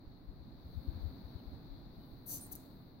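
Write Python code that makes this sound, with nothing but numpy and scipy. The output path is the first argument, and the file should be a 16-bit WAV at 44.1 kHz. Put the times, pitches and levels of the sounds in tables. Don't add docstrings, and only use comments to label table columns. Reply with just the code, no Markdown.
import sys
import numpy as np
from scipy import signal
from scipy.fft import rfft, irfft, next_fast_len
from scipy.io import wavfile
from scipy.ndimage import map_coordinates

SR = 44100
rng = np.random.default_rng(int(sys.argv[2]) if len(sys.argv) > 2 else 0)


def wrap_up_sound(samples):
    columns = np.atleast_2d(samples).T
    tamed = np.clip(columns, -1, 1)
    steps = np.round(tamed * 32767).astype(np.int16)
    wavfile.write(sys.argv[1], SR, steps)


N = 132300

# frequency in Hz, relative level in dB.
MOTH_COLOUR = [(1500, -44), (3000, -24), (4300, -17), (5300, -39), (7500, -33), (9500, -8), (11700, 2),
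               (13500, 3), (15800, -3)]


def amp(db):
    return 10 ** (np.asarray(db) / 20)


def unit(x):
    return x / np.sqrt(np.mean(x ** 2) + 1e-20)


def along(points, hz):
    freqs, values = np.transpose(points)
    return np.interp(np.log(hz + 1), np.log(freqs + 1), values)


def curves(rows):
    seconds, *columns = np.transpose(rows)
    return [np.interp(np.arange(N) / SR, seconds, column) for column in columns]


def wobble(rate):
    return map_coordinates(rng.standard_normal(int(N * rate / SR) + 4), [np.arange(N) * rate / SR])


def sine(hz):
    return np.sin(2 * np.pi * np.cumsum(hz) / SR)


def pan(left_db):
    gains = np.vstack([amp(left_db / 2), amp(-left_db / 2)])
    return gains / np.sqrt(np.mean(gains ** 2, axis=0))


def filtered(x, response):
    size = next_fast_len(N + SR // 2)
    return irfft(rfft(x, size) * response(np.fft.rfftfreq(size, 1 / SR)), size)[..., :N]


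def ring(x, colour, size=1024):
    log_gain = np.log(amp(along(colour, np.fft.rfftfreq(size, 1 / SR))))
    lags = irfft(log_gain)
    lags[1:size // 2] *= 2
    lags[size // 2 + 1:] = 0
    return signal.fftconvolve(x, irfft(np.exp(rfft(lags))))[:N]


def noise(colour, alike=((1, 0),), balance=((1, 0),)):
    def weights(hz):
        angle = np.arccos(np.clip(along(alike, hz), -1, 1)) / 2
        return amp(along(colour, hz)) * [np.cos(angle), np.sin(angle)]
    shared, opposite = filtered(rng.standard_normal((2, N)), weights)
    sides = np.array([shared + opposite, shared - opposite])
    return unit(filtered(sides, lambda hz: pan(along(balance, hz))))


def echo(x, fade_s):
    t = np.arange(SR // 2) / SR
    tail = rng.standard_normal((2, len(t))) * amp(-60 * t / fade_s)
    tail /= np.linalg.norm(tail, axis=1, keepdims=True)
    return signal.fftconvolve(x[None], tail, axes=1)[:, :N]


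def impulses(times, gains):
    at = times[:, None] * SR
    index = np.floor(at).astype(int) + np.arange(-7, 9)
    shape = np.sinc(index - at) * np.cos(np.pi * (index - at) / 16) ** 2
    return np.bincount(index.ravel(), (gains[:, None] * shape).ravel(), N)[:N]


def traffic():
    # time in seconds, relative level in dB.
    loudness = [(0.0, -67.5), (0.04, -64.5), (0.26, -66), (0.8, -62.5), (0.93, -59.5), (1.78, -62.5),
                (2.28, -63.5), (2.3, -59.5), (3.0, -65.5)]
    # frequency in Hz, relative level in dB.
    colour = [(60, -7), (130, 1), (200, -2.5), (275, -0.5), (370, -10), (470, -14.5), (680, -14.5),
              (1000, -20), (1600, -27), (2300, -32), (3000, -39.5), (4500, -69.5)]
    # frequency in Hz, likeness from 0 to 1.
    alike = [(100, 1), (280, 0.82), (600, 0.46), (1200, 0.12), (4000, 0)]
    # frequency in Hz, left over right in dB.
    balance = [(150, 2.5), (330, -5), (550, 4), (1000, -3), (1600, 1.5)]
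    return amp(curves(loudness)[0] + 8) * noise(colour, alike, balance)


def soft_hiss():
    # time in seconds, level in dB.
    loudness = [(0.0, -75), (0.14, -71.5), (0.22, -74.5), (0.43, -72), (0.98, -66), (2.22, -70), (2.6, -69),
                (3, -73.5)]
    # frequency in Hz, relative level in dB.
    colour = [(2400, -38), (3100, -20), (3600, -6), (4000, 1), (4350, 1.5), (4700, -5), (5100, -18.5),
              (6200, -24), (7500, -38), (10000, -53)]
    # frequency in Hz, left over right in dB.
    balance = [(3200, -0.5), (4300, 15), (5200, -2)]
    return amp(curves(loudness)[0] + 0.48 * wobble(34)) * noise(colour, balance=balance)


def airy_hiss():
    # time in seconds, level in dB.
    loudness = [(0, -78), (.55, -77), (.7, -69.5), (1.05, -68.5), (1.55, -72), (1.9, -74.5), (2.05, -68),
                (2.22, -71.5), (2.45, -59), (2.62, -66), (2.8, -70), (3, -76.5)]
    # frequency in Hz, relative level in dB.
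    colour = [(7000, -37), (10000, -23.5), (11000, -16.5), (13000, -11.5), (15500, -6.5)]
    return amp(curves(loudness)[0]) * noise(colour) * pan(left_db=5)


def wind():
    # time in seconds, level in dB.
    loudness = [(0, -60.5), (.6, -56.5), (1, -60), (1.3, -64), (1.8, -56.5), (2.2, -60), (2.45, -63),
                (3, -65)]
    # frequency in Hz, relative level in dB.
    colour = [(12, -1), (35, 8), (70, 3), (120, 0), (180, -13.5), (400, -53.5)]
    # middle and half length in seconds, level in dB, pitch in Hz,
    # left over right in dB.
    puffs = [(0.077, 0.0053, -41.5, 55, -10), (0.294, 0.012, -37.5, 41, 31), (0.407, 0.022, -46.5, 55, 19),
             (0.664, 0.01, -41, 90, 1.5), (0.78, 0.015, -33, 78, 35), (0.89, 0.0082, -27, 56, 31),
             (0.969, 0.026, -39, 75, 12), (1.053, 0.031, -32.5, 64, 26), (1.252, 0.016, -41, 65, 14),
             (1.36, 0.0072, -35.5, 70, 24), (1.48, 0.012, -39.5, 50, 27), (1.54, 0.013, -41.5, 85, -21),
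             (1.718, 0.03, -42.5, 44.8, 19), (1.865, 0.028, -52, 44.9, 12), (1.987, 0.018, -47, 40, 27),
             (2.133, 0.0052, -40.5, 75, -16), (2.527, 0.033, -52, 65, 5)]
    pitch_wander = 0.253
    t = np.arange(N) / SR
    rumble = unit(noise(colour) * amp(2.5 * np.array([wobble(14), wobble(14)])))
    out = amp(curves(loudness)[0]) * rumble * pan(left_db=-2.5)
    for middle, half, db, hz, left_db in puffs:
        swell = (1 + ((t - middle) / half) ** 2) ** -1.3
        pitch = hz * (1 + pitch_wander * wobble(70))
        phase = 2 * np.pi * (np.cumsum(pitch) / SR + rng.random())
        out += amp(db) * swell * np.sin(phase) * pan(left_db)
    return out


def birds():
    # middle and half length in seconds, pitch in Hz, slide in Hz per second,
    # level in dB.
    notes = [(.895, .01, 4200, 0, -69), (1.398, .016, 2950, -15000, -79), (1.76, .075, 3450, 0, -77.5),
             (2.025, .03, 3020, -1500, -83)]
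    pitch_waver, flutter_db = .018, 2
    out = np.zeros(N)
    for middle, half, hz, slide, db in notes:
        from_middle = np.arange(N) / SR - middle
        pitch = hz * (1 + pitch_waver * wobble(500)) + slide * from_middle
        swell = np.exp(-(from_middle / half) ** 2)
        out += amp(db + flutter_db * wobble(80)) * swell * sine(pitch)
    return out + echo(out, fade_s=0.08) / 2


def throat_flap():
    # time in seconds, clicks per second, relative level in dB,
    # fullness from 0 (only the highest treble) to 1 (the whole click).
    breaths = [
        [(2.260, 790, -42, .1), (2.266, 660, -34, .1), (2.287, 595, -30, .3), (2.312, 515, -28, .8),
         (2.346, 365, -27, 1), (2.358, 280, -26.5, 1), (2.368, 170, -28, 1)],
        [(2.5135, 900, -41, .2), (2.518, 620, -30, .3), (2.522, 435, -26, .4), (2.527, 330, -24, .45),
         (2.5345, 215, -25, .5)],
    ]
    # time in seconds, relative level in dB, fullness.
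    last_snaps = [(2.3716, -27, 1), (2.3791, -32, 1), (2.3836, -32, 1), (2.5534, -26.5, 0.82),
                  (2.560, -27.5, 0.34)]
    jitter_s, uneven_db, boost_db, thin_edge_hz = .00003, 0.5, 10.5, 12700
    clicks = [np.array(last_snaps)]
    for breath in breaths:
        seconds, rate, db, fullness = np.transpose(breath)
        t = np.arange(seconds[0], seconds[-1], 1 / SR)
        swings = np.cumsum(np.interp(t, seconds, rate)) / SR
        times = np.interp(np.arange(swings[-1]), swings, t)
        later, louder = rng.standard_normal((len(times), 2)).T
        levels = np.interp(times, seconds, db) + uneven_db * louder
        fullness = np.interp(times, seconds, fullness)
        clicks.append(np.column_stack([times + jitter_s * later, levels, fullness]))
    times, db, fullness = np.vstack(clicks).T
    gains = amp(db + boost_db)
    full = impulses(times, gains * fullness)
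    thin = impulses(times, gains * (1 - fullness))
    return full + filtered(thin, lambda hz: 1 - np.exp(-(hz / thin_edge_hz) ** 6))


def rasp():
    # time in seconds, gain in dB.
    reflection_level = [(2.26, 9), (2.3, 7), (2.35, 2), (2.39, 3), (2.52, 3), (2.56, -1.5)]
    # frequency in Hz, relative level in dB.
    hand_colour = [(1800, -24), (3000, -29.5), (3900, -8.5), (4700, -6), (5200, -10.5), (5950, -1),
                   (6400, -2), (6800, -5.5), (7500, -5.5), (9000, -6.5), (11500, -2), (15800, -21)]
    # frequency in Hz, left over right in dB.
    hand_balance = [(4000, -0.5), (6500, -10), (9000, -1), (12000, 7), (15500, 3)]
    # frequency in Hz, relative level in dB.
    wall_colour = [(2000, -29.5), (4000, -12.5), (6000, -3.5), (8000, -4), (11500, -3.5), (15800, -9)]
    right_db, right_delay_s = -12, 0.000413
    clicks = throat_flap()
    left = ring(clicks, MOTH_COLOUR)
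    right = amp(right_db) * filtered(left, lambda hz: np.exp(-2j * np.pi * hz * right_delay_s))
    reflected = clicks * amp(curves(reflection_level)[0])
    hand = amp(-6.5) * echo(ring(reflected, hand_colour), fade_s=0.028)
    hand = filtered(hand, lambda hz: pan(along(hand_balance, hz)))
    walls = amp(-11.5) * echo(ring(reflected, wall_colour), fade_s=.45) * pan(left_db=-2.5)
    return np.array([left, right]) + hand + walls


def whistle():
    # time in seconds, pitch in Hz, relative level in dB.
    breath = [(2.407, 9200, -64), (2.413, 9420, -54.5), (2.430, 9300, -54), (2.440, 8900, -54),
              (2.452, 8700, -58), (2.461, 8350, -65), (2.468, 8150, -76)]
    # left gain in dB, then right gain in dB.
    side_db = [-3, 1]
    pitch_waver, flutter_db, hiss_fade_db_per_s = .015, 3, 134
    pip_s, pip_half_s, pip_hz, pip_fall_hz_per_s = 2.4672, .002, 11300, 350000
    t = np.arange(N) / SR
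    hz, db = curves(breath)
    start, end = breath[0][0], breath[-1][0]
    flow = amp(db) * (t > start) * (t < end)
    flutter = amp(flutter_db * wobble(360))
    tone = np.sqrt(2) * flow * flutter * sine(hz * (1 + pitch_waver * wobble(900)))
    from_pip = t - pip_s
    pip_pitch = pip_hz * (1 + .05 * wobble(3000)) - pip_fall_hz_per_s * from_pip
    pip = amp(-50) * np.exp(-(from_pip / pip_half_s) ** 2) * sine(pip_pitch)
    hiss = flow * amp(-hiss_fade_db_per_s * np.abs(t - start)) * noise(MOTH_COLOUR)
    direct = tone * amp(side_db)[:, None] + (hiss + pip) * pan(left_db=16)
    return direct + amp(-7) * echo(tone, fade_s=.16)


def scene():
    return rasp() + whistle() + wind() + birds() + traffic() + soft_hiss() + airy_hiss()


def record(dry):
    return filtered(dry, lambda hz: hz < 15850)


dry = scene()
out = record(dry)
wrap_up_sound(out)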